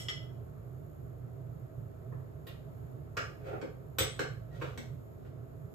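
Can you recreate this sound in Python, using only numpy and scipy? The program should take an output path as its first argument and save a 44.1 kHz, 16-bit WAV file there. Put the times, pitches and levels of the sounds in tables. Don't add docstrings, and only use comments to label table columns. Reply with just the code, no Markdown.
import sys
import numpy as np
from scipy import signal
from scipy.fft import rfft, irfft
from scipy.io import wavfile
from scipy.ndimage import uniform_filter1d

SR = 44100
rng = np.random.default_rng(int(sys.argv[2]) if len(sys.argv) > 2 else 0)


def transcribe(signal):
    frames = np.atleast_2d(signal).T
    limited = np.clip(frames, -1, 1)
    pcm = np.round(limited * 32767).astype(np.int16)
    wavfile.write(sys.argv[1], SR, pcm)


N = 253134
HIT_N = int(.7 * SR)
EARLY = int(.05 * SR)

# f/Hz, relative level/dB, time to fall 60 dB/s
PAN_TONES = [(255, -7, 0.2), (324, -5.5, 0.13), (424, 7.5, 0.077), (506, 9, 0.06), (815, -20, 0.03),
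             (1160, 14.5, 0.019), (1506, 11.5, 0.028), (1723, -52, 0.21), (1970, -18, 0.06),
             (2174, -25, 0.032), (2600, -13, 0.021), (2444, -9, 0.063), (3040, -35, 0.16),
             (3430, -16, 0.063), (4410, -39, 0.0642), (5140, -15, 0.086), (4860, -13, 0.034),
             (5830, 6, 0.074), (6800, -32, .05)]


def undb(db):
    return 10 ** (np.asarray(db) / 20)


def level(x, db):
    return x * undb(db) / np.sqrt(np.mean(x ** 2) + 1e-30)


def decay(t, t60):
    return np.exp(-np.log(1000) * t / t60)


def on_log(table, n, col=1):
    table = np.array(table, float)
    hz = np.fft.rfftfreq(n, 1 / SR)
    return np.interp(np.log(hz + 1), np.log(table[:, 0]), table[:, col])


def band_share(centres_hz, k):
    return on_log([(hz, j == k) for j, hz in enumerate(centres_hz)], HIT_N)


def colour(x, table):
    return irfft(rfft(x) * undb(on_log(table, x.shape[-1])), x.shape[-1])


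def peak(hz, width_hz):
    offset = np.fft.rfftfreq(N, 1 / SR) - hz
    return 1 / (1 + (offset / (width_hz / 2)) ** 2)


def walk(rate):
    hold = int(SR / rate)
    steps = np.repeat(rng.standard_normal(N // hold + 1), hold)
    x = uniform_filter1d(uniform_filter1d(steps, hold), hold)[:N]
    return (x - x.mean()) / x.std()


def add(out, s, x):
    i = int(s * SR) + EARLY
    x = x[:len(out) - i]
    out[i:i + len(x)] += x


def ring(modes):
    t = np.arange(HIT_N) / SR
    x = 0
    for k, (hz, db, t60) in enumerate(modes):
        x = x + (-1) ** k * undb(db) * np.sin(2 * np.pi * hz * t) * decay(t, t60)
    return x / np.sqrt(np.sum(x ** 2))


def blows(hits, modes, colour_db, ring_db):
    # f/Hz, relative level/dB, time to fall 60 dB/s
    tongs_tones = [(3275, -5, .07), (3480, -8, .04), (3808, -9, .1), (7780, -6, .08), (7812, -5, .09),
                   (7990, -7, .07), (8105, -6, .09), (8380, -10, .07), (12310, -12, .07), (14347, 2, .11)]
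    bands_hz = (400, 750, 980, 1400, 2300, 3500, 5200, 8000, 14300)
    boom_share = (0.88, .4, 0.56, 0, 0.38, 0.6, 0.06, 0.55)
    knee_hz = 1400
    clank_octaves = 0.44
    rise_s, rise_cycles = 0.001, 1.13
    first = int(.03 * SR)

    out, t = np.zeros(N + EARLY), np.arange(HIT_N) / SR
    body = ring(modes)
    tongs = ring(tongs_tones) * (1 - np.exp(-(t / rise_s) ** 2))
    hz = np.array(bands_hz[:-1])
    octaves = np.clip(np.log2(hz / knee_hz), 0, None)
    for s, strength_db, boom_db, tilt_db, clank_hz, clank_db, tick_db, chatter, tongs_db in hits:
        crack = rng.standard_normal(HIT_N) * np.exp(-t / chatter)
        crack = crack / np.sqrt(np.sum(crack ** 2))
        spectrum = rfft(crack + undb(ring_db) * body)

        band_db = strength_db + np.array(colour_db)
        band_db = band_db + boom_db * np.array(boom_share) + tilt_db * octaves
        clank_nearness = np.exp(-(np.log2(hz / clank_hz) / clank_octaves) ** 2)
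        band_db = band_db + clank_db * clank_nearness

        sound = tongs * undb(tongs_db) / np.std(tongs[:first])
        for k, db in enumerate([*band_db, tick_db]):
            band = irfft(spectrum * band_share(bands_hz, k), HIT_N)
            build_s = rise_s + rise_cycles / bands_hz[k]
            band = band * (1 - np.exp(-(t / build_s) ** 2))
            sound = sound + band * undb(db) / np.std(band[:first])
        add(out, s, sound[:HIT_N - first])
    return out


def clinks():
    # t/s, strength/dB, boom/dB,
    # treble slope/dB per octave, clank f/Hz, clank lift/dB, top tick level/dB, chatter decay/s, tongs level/dB
    dish_hits = [(-0.03, -40.5, -5, 1, 5100, -5, -48, 0.036, -73),
                 (0.0840, -32, -7.5, -4, 3230, 5.5, -63, 0.014, -62)]
    # f/Hz, relative level/dB, time to fall 60 dB/s
    dish_tones = [(1834, -15, 0.073), (2014, -1, 0.15), (2290, -6, 0.085), (2600, -13, .12),
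                  (2960, -1.5, 0.089), (3258, 7, 0.038), (3940, -66, 0.065), (5040, -10, 0.12),
                  (5275, 15, 0.019), (5609, -7.5, 0.23), (6915, -5.5, 0.062), (7100, -12.5, 0.065),
                  (13160, -43, .1)]
    dish_colour = (-16.5, -18.5, -19.5, -6.5, -8.5, 6.5, 1.5, -1.5)
    return blows(dish_hits, dish_tones, dish_colour, ring_db=9)


def knocks():
    # t/s, strength/dB, boom/dB,
    # treble slope/dB per octave, clank f/Hz, clank lift/dB, top tick level/dB, chatter decay/s, tongs level/dB
    pan_hits = [(2.1233, -63.5, 14, -27, 1164, 8.4, -83, 0.0046, -87),
                (2.4666, -56.5, 3, -6, 3260, 10.4, -50, 0.015, -86),
                (3.1678, -33.5, -13.5, -6, 1770, 4.8, -59, 0.0073, -57),
                (3.5322, -65.5, 26, -28, 1400, 5.5, -90, 0.0058, -88),
                (3.6127, -52, 0.5, -6.5, 2300, 2.5, -84, 0.0043, -83),
                (3.6241, -57, 19.5, -19.5, 1480, 6.3, -88, 0.0034, -76),
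                (3.9842, -33.5, -8, -3, 3370, 8.2, -59, 0.0041, -28.5),
                (4.005, -49.5, 13, 1.5, 2400, 4.5, -67, 0.0024, -38),
                (4.1919, -38.5, 1.5, -5.5, 1780, 7, -78, 0.0027, -53),
                (4.6128, -44.5, -4, -14, 1920, 9.2, -66, 0.0086, -72),
                (4.6189, -46.5, 6, -9.5, 1530, 3.2, -70, 0.005, -76),
                (4.7749, -52, -2, -2.5, 2700, 5.5, -62, 0.002, -58),
                (5.2486, -68.5, 1, -16, 1900, 5, -82, 0.003, -86)]
    pan_colour = (4.5, -1, -7, -3.5, 0.5, -2, 0.5, 0)
    return blows(pan_hits, PAN_TONES, pan_colour, ring_db=-13)


def thumps():
    # t/s, f/Hz, level/dB, time to fall 60 dB/s
    thuds = [(3.993, 64.8, -36, 0.43), (3.999, 99, -22.5, 0.14), (4.006, 255, -31, 0.12),
             (4.195, 260, -30.5, 0.1), (4.778, 230.4, -31.5, 0.14)]
    out, t = np.zeros(N + EARLY), np.arange(HIT_N) / SR
    for s, hz, db, t60 in thuds:
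        swing = np.sin(2 * np.pi * hz * t) * (1 - np.exp(-t / 0.0018))
        add(out, s, undb(db) * swing * decay(t, t60))
    return out


def scrape():
    # loudest t/s, swell/s, fade/s, level/dB,
    # treble against it/dB
    drags = [(3.47, 0.055, 0.062, -43, -18.5), (3.538, 0.15, 0.092, -36.5, -30.5),
             (4.55, 0.1, 0.08, -49.5, -16.5), (4.633, 0.09, 0.13, -43, -12.5),
             (5.255, 0.095, 0.069, -57.5, -16.5)]
    fade_db = 23.5

    slip_db = 2.2 * rng.exponential(size=N) + 2.5 * walk(60)
    slipping = rng.random(N) < .12
    slips = rng.standard_normal(N) * undb(slip_db) * slipping
    ringing = signal.fftconvolve(slips, ring(PAN_TONES))[:N]
    pan = level(ringing, -14.0) + level(slips, 0)
    low = colour(pan, [(230, -57), (350, 3.0), (780, 2.5), (1000, -16.5),
                       (1600, -12.0), (2600, -18.5), (4000, -74)])
    rasp = colour(pan, [(1800, -52), (3000, 5), (9000, -12), (14000, -10)])
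    low, rasp = level(low, 0), level(rasp, 0)

    t, out = np.arange(N) / SR, 0
    for s, swell, fade, db, treble_db in drags:
        away = np.maximum((s - t) / swell, (t - s) / fade)
        strength = undb(db - fade_db * np.minimum(away, 8))
        out = out + strength * (low + undb(treble_db) * rasp)
    return out


def squeak():
    # start t/s, end t/s, f/Hz, width/Hz, peak level/dB
    squeak_note = (4.5, 4.57, 1900, 80, -61)
    start, end, hz, width_hz, db = squeak_note
    t = np.arange(N) / SR
    note = irfft(rfft(rng.standard_normal(N)) * peak(hz, width_hz), N)
    note = note / np.abs(signal.hilbert(note))
    ramps = np.clip(np.minimum(t - start, end - t) / .02, 0, 1)
    return undb(db) * note * ramps


def kitchen(x, wet_db):
    # f/Hz, time to fall 60 dB/s
    echo_bands = [(300, 0.2), (800, 0.37), (2100, 0.39), (5500, 0.36), (14000, 0.12)]
    build_s = 0.00044
    centres_hz = [hz for hz, _ in echo_bands]
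    t = np.arange(HIT_N) / SR
    tail = 0
    for k, (_, t60) in enumerate(echo_bands):
        noise = rfft(rng.standard_normal((2, HIT_N)))
        noise = irfft(noise * np.sqrt(band_share(centres_hz, k)), HIT_N)
        tail = tail + noise * decay(t, t60)
    tail = tail * (1 - np.exp(-t / build_s))
    tail = tail * undb(wet_db) / np.sqrt(np.sum(tail ** 2, axis=1, keepdims=True))
    tail[:, 0] = 1
    return signal.fftconvolve(x[None], tail, axes=1)[:, EARLY:EARLY + N]


def fan():
    # f/Hz, relative level/dB
    air_spectrum = [(20, -47), (40, -12), (70, -7.5), (195, -16.5), (260, -17.5), (500, -22.5), (720, -29),
                    (1000, -33.5), (1350, -35), (1900, -44), (3000, -52), (6000, -59), (14500, -65),
                    (15600, -85)]
    # f/Hz, width/Hz, lift/dB
    duct_peaks = [(404, 53, 6), (650, 66, 10.5), (1310, 13, 9)]
    # t/s, level/dB
    rumble_levels = [(0.0, -39.5), (0.03, -47), (1.65, -45.5), (1.68, -56.5), (1.82, -39), (1.95, -53),
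                     (2.14, -38.5), (2.24, -47.5), (3.18, -46.5), (3.32, -51.5), (4.57, -43), (4.87, -49.5),
                     (4.91, -38.5), (5.04, -51.5), (5.45, -45), (5.5, -54.5), (5.66, -39.5), (5.74, -71)]
    air_db = -49.5
    rumble_hz, rumble_width_hz, evenness = 123.4, 38.4, 0.13

    duct = undb(sum(db * peak(hz, width) for hz, width, db in duct_peaks))
    air = colour(rng.standard_normal((2, N)), air_spectrum)
    air = irfft(rfft(air) * duct, N)
    air = level(air, air_db) * undb(.5 * walk(3))

    rumble = irfft(rfft(rng.standard_normal((2, N))) * peak(rumble_hz, rumble_width_hz), N)
    power = uniform_filter1d(uniform_filter1d(rumble[0] ** 2, size=800), size=800)
    rumble = level(rumble / power ** evenness, 0)
    s, db = np.transpose(rumble_levels)
    return air + rumble * undb(np.interp(np.arange(N) / SR, s, db))


def whine():
    # multiple of the mains frequency, level/dB
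    coil_lines = [(111, -99), (112, -92), (113, -93), (115, -99), (119, -93), (120, -99), (121, -90),
                  (122, -96), (186, -93), (188, -92), (189, -82), (190, -81), (191, -88), (192, -95),
                  (193, -89), (194, -95), (195, -98), (197, -92), (200, -91), (201, -85), (202, -89),
                  (203, -90), (204, -85), (206, -87), (208, -99), (209, -100), (210, -98)]
    mains_hz = 59.978
    t = np.arange(N) / SR
    phase = 2 * np.pi * rng.random((len(coil_lines), 1))
    multiple, db = np.transpose(coil_lines)[:, :, None]
    tones = np.cos(2 * np.pi * multiple * mains_hz * t + phase)
    lines = np.sum(np.sqrt(2) * undb(db) * tones, axis=0)
    lowpass = signal.butter(1, 120, fs=SR, output="sos")
    smear = signal.sosfilt(lowpass, rng.standard_normal((2, N)))
    return lines * (undb(walk(8) - 1) + level(smear, -14))


def scene():
    pan = knocks() + thumps()
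    add(pan, 0, scrape() + squeak())
    tongs = kitchen(clinks(), wet_db=0.5) + kitchen(pan, wet_db=6.5)
    return undb(-10.5) * tongs + fan() + whine()


def record(dry):
    # f/Hz, likeness of right to left (limited to -1..1 below), left minus right/dB
    stereo = [(31.5, -0.1, 7), (166, 1.92, -9.5), (188.5, -0.82, 5), (372, 0.24, -4.5), (527, 0.1, 0),
              (776, -0.25, -5), (916, -3.5, 3), (1093, 0.73, -2), (6640, -0.36, 1.5), (6860, -1.23, 1.5),
              (15000, -5.72, -0.5)]
    lead_s, bass_cut_hz, top_hz = 2 / 10550, 50, 16000

    left, other = rfft(dry)
    like = np.clip(on_log(stereo, N), -1, 1)
    balance = undb(on_log(stereo, N, col=2) / 2)
    early = np.exp(2j * np.pi * np.fft.rfftfreq(N, 1 / SR) * lead_s)
    right = like * early * left + np.sqrt(1 - like ** 2) * other
    both = irfft(np.array([left * balance, right / balance]), N)
    both = signal.sosfilt(signal.butter(2, bass_cut_hz, "high", fs=SR, output="sos"), both)
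    return signal.sosfilt(signal.ellip(10, .2, 80, top_hz, fs=SR, output="sos"), both)


dry = scene()
out = record(dry)
transcribe(out)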